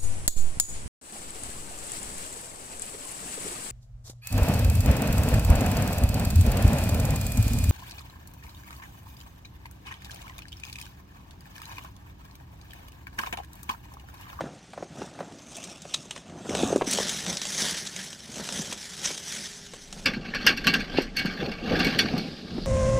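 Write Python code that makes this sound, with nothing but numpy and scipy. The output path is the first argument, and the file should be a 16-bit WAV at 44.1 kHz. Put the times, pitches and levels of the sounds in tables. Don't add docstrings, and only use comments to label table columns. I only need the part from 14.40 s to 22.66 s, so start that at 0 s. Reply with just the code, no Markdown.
import sys
import numpy as np
from scipy import signal
from scipy.fft import rfft, irfft
from scipy.io import wavfile
from scipy.ndimage import uniform_filter1d

SR = 44100
rng = np.random.default_rng(int(sys.argv[2]) if len(sys.argv) > 2 else 0)


def unload_audio(sound):
    columns = np.transpose(np.atleast_2d(sound))
    steps = np.round(np.clip(columns, -1, 1) * 32767)
    wavfile.write(sys.argv[1], SR, steps.astype(np.int16))


N = 364266
T = np.arange(N) / SR
HZ = np.fft.rfftfreq(4096, 1 / SR)

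# (time at full speed [s], scrape level [dB], hollow rub level [dB], rise [s], fall [s])
BOX_PULLS = [(0.02, -54, -38, 0.018, 0.09), (0.41, -56, -44, 0.049, 0.032),
             (0.61, -47.5, -41, 0.067, 0.072), (0.8, -56, -45, 0.086, 0.14), (1.25, -43.5, -47.5, .2, 0.15),
             (1.55, -46, -52.5, 0.093, 0.09), (1.77, -50.5, -57, 0.2, .04), (2.0, -69, -45, 0.13, 0.18),
             (2.21, -32.5, -30, .1, 0.12), (2.33, -37, -30, .03, 0.018), (2.46, -43, -42, 0.023, .02)]
WIRE_DRAWS = [(2.53, -30, -36, 0.076, 0.31), (2.9, -36, -34, .04, 0.064), (3.05, -39.5, -66, 0.11, 0.11),
              (3.218, -28, -37, 0.1, .17), (3.6, -39, -49, 0.087, 0.15), (4.0, -42, -39, 0.078, 0.052),
              (4.18, -37, -40, 0.2, 0.18), (4.47, -43.5, -69, 0.18, 0.11),
              (4.67, -34.5, -42.5, 0.086, 0.11), (4.939, -36, -48, 0.12, 0.19),
              (5.58, -52, -46.5, 0.065, .15)]
COIL_DRAGS = [(5.87, -41.5, -39, .04, 0.071), (6.11, -33.5, -34, 0.13, 0.031),
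              (6.39, -36, -38.5, 0.18, 0.079), (6.58, -31.5, -29.5, 0.051, 0.055),
              (6.92, -38.5, -37, 0.11, 0.23), (7.05, -42, -26.5, 0.064, 0.075),
              (7.32, -36.5, -20, 0.07, 0.078), (7.46, -28.5, -24, 0.15, 0.19), (7.75, -44, -27, 0.17, 0.14),
              (8.19, -63, -30, 0.066, 0.043)]
# (frequency [Hz], level per Hz [dB])
BOX_SCRAPE_COLOUR = [(650, -43), (1100, -0.5), (1470, -6.5), (1660, -24), (2550, 2), (3010, -1.5),
                     (3520, 1), (4340, -6.5), (6250, 3), (6990, -3.5), (8620, -3.5), (11500, -22.5),
                     (13000, -22), (15500, -33)]
BOX_RUB_COLOUR = [(30, -37), (70, -1.5), (110, -2.5), (170, 6.5), (320, 3), (450, -4), (680, 0.5),
                  (1050, -12), (1400, -12), (1900, -17.5), (3000, -74)]
WIRE_SCRAPE_COLOUR = [(530, -20.5), (900, -11), (1170, -12), (1750, -2), (2660, -7.5), (3260, -1),
                      (4390, -4), (5980, 1), (6900, -4.5), (7680, -8.5), (8340, -11.5), (9400, -6),
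                      (11400, -21.5), (13100, -19), (15500, -38)]
WIRE_RUB_COLOUR = [(29, -36), (50, -14), (76, -6), (108, -12), (194, 5), (274, -6), (420, -5), (499, -9),
                   (562, -5.5), (1200, -20.5), (1560, -13), (2640, -120)]
COIL_SCRAPE_COLOUR = [(500, -27.5), (780, -0.5), (950, -18), (1160, -1.5), (1350, -8.5), (1600, 3.5),
                      (2050, -6), (2800, -2.5), (3760, -9.5), (4600, -4), (7000, -31.5), (10000, -39.5),
                      (12400, -30), (15500, -52)]
COIL_RUB_COLOUR = [(25, -39), (45, -20), (80, -4.5), (110, -13), (160, -0.5), (230, 1), (350, -8),
                   (450, -7), (650, -15), (790, -15.5), (950, -29), (1400, -26), (2200, -62)]
# (frequency [Hz], width at half amplitude [Hz], level [dB])
BOX_RESONANCES = [(2600, 170, -27.5), (5800, 200, -7), (6430, 87, 13.5), (9100, 75, -2)]
WIRE_RESONANCES = [(1680, 110, -14), (3520, 610, -1), (6140, 190, 4), (7750, 330, 5.5), (8500, 230, -12)]
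COIL_RESONANCES = [(1152, 78, -2.5), (1600, 55, 6.5), (2247, 66, 7), (2750, 81, 5.5), (3070, 67, -16),
                   (3450, 32, 4), (4000, 43, -16), (4294, 69, 5), (4510, 110, 2.5), (5660, 160, -6.5),
                   (6410, 110, -13), (7840, 47, -38), (8590, 31, -18)]
# (frequency [Hz], level per Hz [dB])
TICK_COLOUR = [(350, -14), (600, -5.5), (1020, -7.5), (1810, -6.5), (3820, 2), (4490, -7.5), (6150, 1.5),
               (8400, -3.5), (9120, -8), (11300, -22), (13000, -25), (15500, -33)]
CLACK_COLOUR = [(290, -46), (500, -12), (954, -12.5), (1120, -20), (1560, 6), (2070, -4), (2260, 0),
                (2720, 3.5), (3790, -10.5), (4380, 3), (7030, -24), (8000, -20.5), (9790, -32.5),
                (12100, -23), (15500, -50)]
# (time [s], level [dB], rise [s], brightness [dB per octave])
CLACK_EVENTS = [(5.655, -9, 0.0065, -2.5), (5.735, -25.5, .002, -3.5), (5.937, -23.5, .0012, -8),
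                (5.946, -18, .003, -2), (6.0637, -3.5, 0.004, 0.5), (6.088, -17.5, .0025, -2.5),
                (6.171, -22, 0.0026, 2), (6.238, -23, 0.0071, -2), (6.268, -6, 0.0029, -0.5),
                (6.337, -12, .003, -0.5), (6.402, -26.5, .001, 1), (6.619, -29.5, 0.00065, 8),
                (6.763, -16, 0.0079, 2.5), (6.785, -17, 0.011, 0.5), (6.853, -21.5, 0.0066, 0),
                (7.113, -25, 0.0062, -4), (7.387, -14.5, 0.014, -0.5), (7.445, -18, 0.0025, 4),
                (7.467, -19, .002, 2), (7.585, -9, 0.0069, 3.5), (7.778, -25.5, 0.0013, 4)]
# (time [s], peak level [dB], nominal pitch [Hz])
KNOCK_EVENTS = [(.007, -19, 784), (.333, -39, 780), (.376, -32, 650), (.425, -28, 490), (.617, -25, 570),
                (.789, -36.5, 805), (.805, -26.5, 670), (0.827, -43, 690), (1.451, -40.5, 600),
                (1.654, -45, 302), (2.051, -37, 482), (2.09, -25.5, 308), (2.106, -26.5, 327),
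                (2.15, -15, 560), (2.232, -11, 343), (2.303, -23, 470), (2.327, -12, 477),
                (2.3595, -7.5, 425), (2.411, -17, 800), (2.418, -15, 470), (2.472, -24, 290),
                (2.586, -17.5, 600), (2.602, -23.5, 514), (3.888, -43.5, 230), (4.191, -29.5, 193),
                (4.704, -34, 396), (4.323, -32.5, 880), (5.335, -40.5, 656), (5.766, -27.5, 205.7),
                (6.542, -31, 540), (6.585, -6, 400), (6.848, -19, 242), (7.405, -18.5, 270),
                (7.465, -21, 338), (7.735, -22, 176), (8.18, -26, 390)]
# (time [s], level [dB], brightness [dB per octave])
TICK_EVENTS = [(1.166, -25, 9), (1.2381, -22.5, 3), (1.418, -28, 3), (1.7609, -23, -5.5), (1.7754, -27, -2),
               (1.8956, -32.5, -4.5), (2.093, -19.5, -3.5), (2.149, -13.5, -2.5), (2.273, -22.5, 6),
               (2.359, -21.5, 6), (2.377, -27, 4), (2.411, -35, -16), (2.418, -13.5, -10),
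               (2.5104, -11, 11), (2.532, -9.5, 6), (2.6918, -11, 2.5), (2.863, -16, -3), (3.052, -15.5, 0),
               (3.244, -21, -4), (3.562, -18.5, 1), (3.728, -24, -1.5), (4.088, -16.5, -4),
               (4.123, -17.5, 1), (4.325, -15.5, 0), (4.7764, -20.5, -0.5), (5.335, -27.5, -1),
               (5.5255, -22, -1)]
# (time [s], level [dB], rise [s], pitch [Hz])
SQUEAKY_SLIPS = [(1.536, -9, 0.0082, 4060), (1.7081, -17, 0.0013, 2770), (2.968, -14, 0.0032, 5000),
                 (3.0155, -14, 0.00081, 5150), (3.457, -20, 0.016, 4370), (4.632, -12, 0.028, 5750)]
# (time [s], level [dB])
JACKET_SLIDE = [(7.55, -54), (7.8, -45), (8.05, -50), (8.18, -46), (8.26, -45)]
# (frequency [Hz], level per Hz [dB])
JACKET_COLOUR = [(1500, -37), (2700, -4), (3700, 6), (4900, 6.5), (6500, -16), (12000, -23.5), (15000, -44)]
# (time [s], level [dB])
COIL_RUMBLE = [(5.1, -65), (5.7, -45), (6.5, -44), (7.3, -46), (7.47, -39), (8.0, -58), (8.26, -38)]
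# (frequency [Hz], time to fall 60 dB [s])
YARD_DECAY = [(150, 0.28), (1500, 0.09), (5000, 0.084), (12000, 0.13)]
# (frequency [Hz], level per Hz [dB])
AIR_COLOUR = [(25, -24), (60, -2.5), (110, -5.5), (160, 2.5), (300, -11), (520, -27), (750, -15.5),
              (1000, -22), (2000, -18), (6500, -24.5), (9500, -37), (12000, -59), (15000, -74)]
# (time [s], level [dB])
HUM_LEVEL = [(3.6, -84), (4.4, -66), (5.0, -60.5), (5.45, -64.5), (5.9, -70), (6.5, -82)]
# (frequency [Hz], left minus right [dB])
PORT_BALANCE = [(8000, 0), (10500, .3), (12500, 2.5), (15000, 1.5)]

WIRE_S, COIL_S = 2.46, 5.648
# (scrape level [dB], hollow rub level [dB])
BOX_CREEP, WIRE_CREEP, COIL_CREEP = (-58.5, -57.5), (-52, -56.5), (-52, -42)
PULL_ROUNDNESS = 1.28
SKID_SCRAPE_DB, SKID_RUB_DB, SKID_RISE_S, SKID_FALL_S = -25, -22.5, 0.01, 0.063
CLACK_DECAY_S, TICK_DECAY_S, SLIP_DECAY_S = 0.017, 0.005, 0.0034
KNOCK_RISE_CYCLES, KNOCK_SOFTER_DB = 0.326, 19.5
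SCUFF_DB, SCUFF_PER_DB = -20, 0.5329
SNAGS_PER_S, SNAG_DB = 4.3, 7
AIR_DB = -53
HUM_HZ = 406
EDGE_HZ = 15800


def box_pulls():
    scrape = friction(body(BOX_SCRAPE_COLOUR, BOX_RESONANCES, modes_db=-12.5), per_s=1600,
                      spread_db=3.0, smooth=0.7, judder_db=1.9, judder_hz=60, patchy_db=3.5)
    rub = friction(amp(read(BOX_RUB_COLOUR)), per_s=630,
                   spread_db=2.0, smooth=1.0, judder_db=2.0, judder_hz=50, patchy_db=2.5)
    return stroke(BOX_PULLS, BOX_CREEP, 0, WIRE_S, amp(-1) * scrape, amp(2) * rub)


def wire_draws():
    scrape = friction(body(WIRE_SCRAPE_COLOUR, WIRE_RESONANCES, modes_db=-7.5), per_s=2200,
                      spread_db=3.0, smooth=1.0, judder_db=2.0, judder_hz=64, patchy_db=2.3)
    rub = friction(amp(read(WIRE_RUB_COLOUR)), per_s=400,
                   spread_db=4.0, smooth=1.0, judder_db=-0.5, judder_hz=30, patchy_db=-1.0)
    return stroke(WIRE_DRAWS, WIRE_CREEP, WIRE_S, COIL_S, amp(1.5) * scrape, amp(-0.5) * rub)


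def coil_drags():
    scrape = friction(body(COIL_SCRAPE_COLOUR, COIL_RESONANCES, modes_db=-5.0), per_s=2500,
                      spread_db=-0.5, smooth=0.77, judder_db=2.5, judder_hz=55.0, patchy_db=3.0)
    rub = friction(amp(read(COIL_RUB_COLOUR)), per_s=1200,
                   spread_db=1.5, smooth=1.28, judder_db=2.0, judder_hz=40, patchy_db=1.5)
    rows = COIL_DRAGS + skids()
    return stroke(rows, COIL_CREEP, COIL_S, T[-1] + 1, amp(0.5) * scrape, amp(-2.0) * rub)


def skids():
    return [(s + rise, db + SKID_SCRAPE_DB, db + SKID_RUB_DB, SKID_RISE_S, SKID_FALL_S)
            for s, db, rise, _ in CLACK_EVENTS]


def stroke(rows, creep, start, end, scrape, rub):
    scrape_gain, rub_gain = pace(rows, creep)
    inside = 1. * ((T >= start) & (T < end))
    during = uniform_filter1d(inside, size=600)
    return during * (scrape_gain * scrape + rub_gain * rub)


def pace(rows, creep):
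    t = T[::64]
    power = amp(creep)[:, None] ** 2
    for s, scrape_db, rub_db, rise, fall in rows:
        side = np.maximum(np.where(t < s, rise, fall), 1 / SR)
        speed = np.exp(-(abs(t - s) / side) ** PULL_ROUNDNESS)
        power = power + (amp([[scrape_db], [rub_db]]) * speed) ** 2
    return [np.interp(T, t, gain) for gain in np.sqrt(power)]


def friction(gain, per_s, spread_db, smooth, judder_db, judder_hz, patchy_db):
    sizes = amp(spread_db * np.minimum(rng.exponential(1, N), 4)) * rng.choice([-1, 1], N)
    slips = evened(sizes * (rng.random(N) < per_s / SR))
    rough = slips + smooth * rng.standard_normal(N)
    judder = amp(judder_db * np.clip(waver(judder_hz), -2, 2))
    return evened(shifting(colour(rough * judder, gain), patchy_db))


def clacks():
    out = np.zeros(N)
    gain = body(CLACK_COLOUR, COIL_RESONANCES, modes_db=3.5)
    drum = 1 / (1 + ((HZ - 215) / 60) ** 2)
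    damped = gain / (1 + (HZ / 8500) ** 2)
    for s, db, rise, bright in CLACK_EVENTS:
        ring = chatter(damped, db, rise, CLACK_DECAY_S, bright)
        crack = chatter(gain, db, .6 * rise, .006, bright + 10)
        drumming = chatter(drum, db, 0.0097, 0.061, 0)
        add(out, s, amp(-6.5) * ring)
        add(out, s, amp(-16) * crack)
        add(out, s, amp(-25.5) * drumming)
    return shifting(out, patchy_db=3.0)


def knocks():
    out = np.zeros(N)
    t = np.arange(4096) / SR
    for s, db, hz in KNOCK_EVENTS:
        rise = KNOCK_RISE_CYCLES / hz * 2 ** (-db / KNOCK_SOFTER_DB)
        age = t / max(rise, 1e-4)
        turns = np.cumsum(hz * (0.565 + 1.24 * np.exp(-age / 2.03))) / SR
        push = np.sin(2 * np.pi * turns) * age ** 2 * np.exp(-age)
        add(out, s, amp(db) * push / abs(push).max())
        shell = HZ / hz / (1 + (HZ / (1.06 * hz)) ** 2.84)
        scuff_db = db + SCUFF_DB - SCUFF_PER_DB * db
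        add(out, s, chatter(shell, scuff_db, 0.0008, 0.0071, 0))
    return out


def ticks():
    out, gain = np.zeros(N), amp(read(TICK_COLOUR))
    for s, db, bright in TICK_EVENTS:
        add(out, s, amp(-10.5) * chatter(gain, db, 0.0015, TICK_DECAY_S, bright))
    return out


def squeaks():
    out, gain = np.zeros(N), amp(read(TICK_COLOUR))
    for s, db, rise, hz in SQUEAKY_SLIPS:
        peak = 1 + 2.5 / (1 + ((HZ / hz - 1) / .15) ** 2)
        add(out, s, amp(-9) * chatter(gain * peak, db, rise, SLIP_DECAY_S, 0.22))
    return out


def snags():
    t = np.arange(2048) / SR
    hits = rng.random(N) * (rng.random(N) < SNAGS_PER_S / SR) * (T < COIL_S)
    bursts = signal.oaconvolve(hits, np.exp(-t / TICK_DECAY_S))[:N]
    scrape_gain = pace(BOX_PULLS + WIRE_DRAWS, BOX_CREEP)[0]
    hiss = evened(colour(rng.standard_normal(N), amp(read(TICK_COLOUR))))
    return amp(SNAG_DB) * scrape_gain * bursts * hiss


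def chatter(gain, db, rise, decay, bright):
    t = np.arange(8192) / SR
    rise, decay = max(rise, 1e-4), max(decay, 1e-4)
    shape = np.minimum(t / rise, 1) ** 2 * np.exp(-np.maximum(t - rise, 0) / decay)
    blows = rng.choice([-1, 1], len(t)) * (rng.random(len(t)) < .3)
    tilt = amp(bright * np.log2(np.maximum(HZ, 500) / 3000))
    sound = colour(blows * shape, gain * tilt)
    return amp(db) * sound * np.sqrt(np.sum(shape ** 2) / (np.sum(sound ** 2) + 1e-20))


def jacket_slide():
    hiss = friction(amp(read(JACKET_COLOUR)), per_s=2500,
                    spread_db=3, smooth=1.5, judder_db=.8, judder_hz=50, patchy_db=1)
    return hiss * swell(JACKET_SLIDE)


def coil_rumble():
    deep = colour(rng.standard_normal(N), 1 / (1 + ((HZ - 31) / 12) ** 2))
    return evened(deep) * swell(COIL_RUMBLE)


def yard(x):
    taps = rng.choice([-1., 1.], SR // 2) * (rng.random(SR // 2) < 2500 / SR)
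    taps[:round(.005 * SR)] = 0
    hz, t, z = signal.stft(taps, SR, nperseg=256)
    fading = amp(-60 * t / read(YARD_DECAY, hz)[:, None])
    tail = signal.istft(z * fading, SR, nperseg=256)[1]
    return signal.oaconvolve(x, tail / np.linalg.norm(tail))[:N]


def outdoor_air():
    return amp(AIR_DB) * evened(colour(rng.standard_normal(N), amp(read(AIR_COLOUR))))


def hum():
    turns = np.cumsum(HUM_HZ * (1 + 0.0118 * waver(21.0))) / SR
    return swell(HUM_LEVEL) * evened(np.sin(2 * np.pi * turns))


def shifting(x, patchy_db):
    z = signal.stft(x, nperseg=512)[2]
    patches = uniform_filter1d(rng.standard_normal(z.shape), size=6, axis=0)
    patches = uniform_filter1d(patches, size=6, axis=1)
    return signal.istft(z * amp(patchy_db * evened(patches)), nperseg=512)[1][:N]


def body(spectrum, modes, modes_db):
    power = sum(amp(db + modes_db) ** 2 / (1 + (2 * (HZ - hz) / width) ** 2) ** 2
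                for hz, width, db in modes)
    return np.sqrt(amp(read(spectrum)) ** 2 + power)


def colour(x, gain):
    log_gain = np.log(np.maximum(gain / gain.max(), 1e-5))
    circle = np.concatenate([log_gain, log_gain[-2:0:-1]])
    taps = np.fft.ifft(np.exp(np.conj(signal.hilbert(circle)))).real
    return signal.oaconvolve(x, taps)[:len(x)]


def waver(rate_hz):
    f = np.fft.rfftfreq(N, 1 / SR)
    return evened(irfft(rfft(rng.standard_normal(N)) / (1 + (f / rate_hz) ** 2), N))


def swell(rows):
    s, db = np.transpose(rows)
    return amp(np.interp(T, s, db)) * (T >= s[0])


def read(points, hz=HZ):
    f, value = np.transpose(points)
    return np.interp(np.log(hz + 1), np.log(f + 1), value)


def amp(db):
    return 10 ** (np.asarray(db) / 20)


def evened(x):
    return x / np.sqrt(np.mean(x ** 2) + 1e-20)


def add(mix, s, sound):
    part = mix[max(round(s * SR), 0):][:len(sound)]
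    part += sound[:len(part)]


def scene():
    pulling = box_pulls() + wire_draws() + coil_drags()
    clack, knock = clacks(), knocks()
    tick = ticks() + squeaks() + snags()
    echo = yard(amp(-10.0) * tick + amp(-16.5) * clack + amp(-16.5) * knock)
    background = jacket_slide() + coil_rumble() + outdoor_air() + hum()
    mix = pulling + clack + knock + tick + echo + background
    return np.array([mix, mix])


def record(dry):
    balance_db = read(PORT_BALANCE, np.fft.rfftfreq(N, 1 / SR))
    pair = irfft(rfft(dry) * amp(np.array([balance_db, -balance_db]) / 2), N)
    pair = pair / (1 + (pair / .62) ** 6) ** (1 / 6)
    low_pass = signal.firwin(511, EDGE_HZ, window=("kaiser", 9), fs=SR)
    return signal.oaconvolve(pair, low_pass[None], "same")


dry = scene()
out = record(dry)
unload_audio(out)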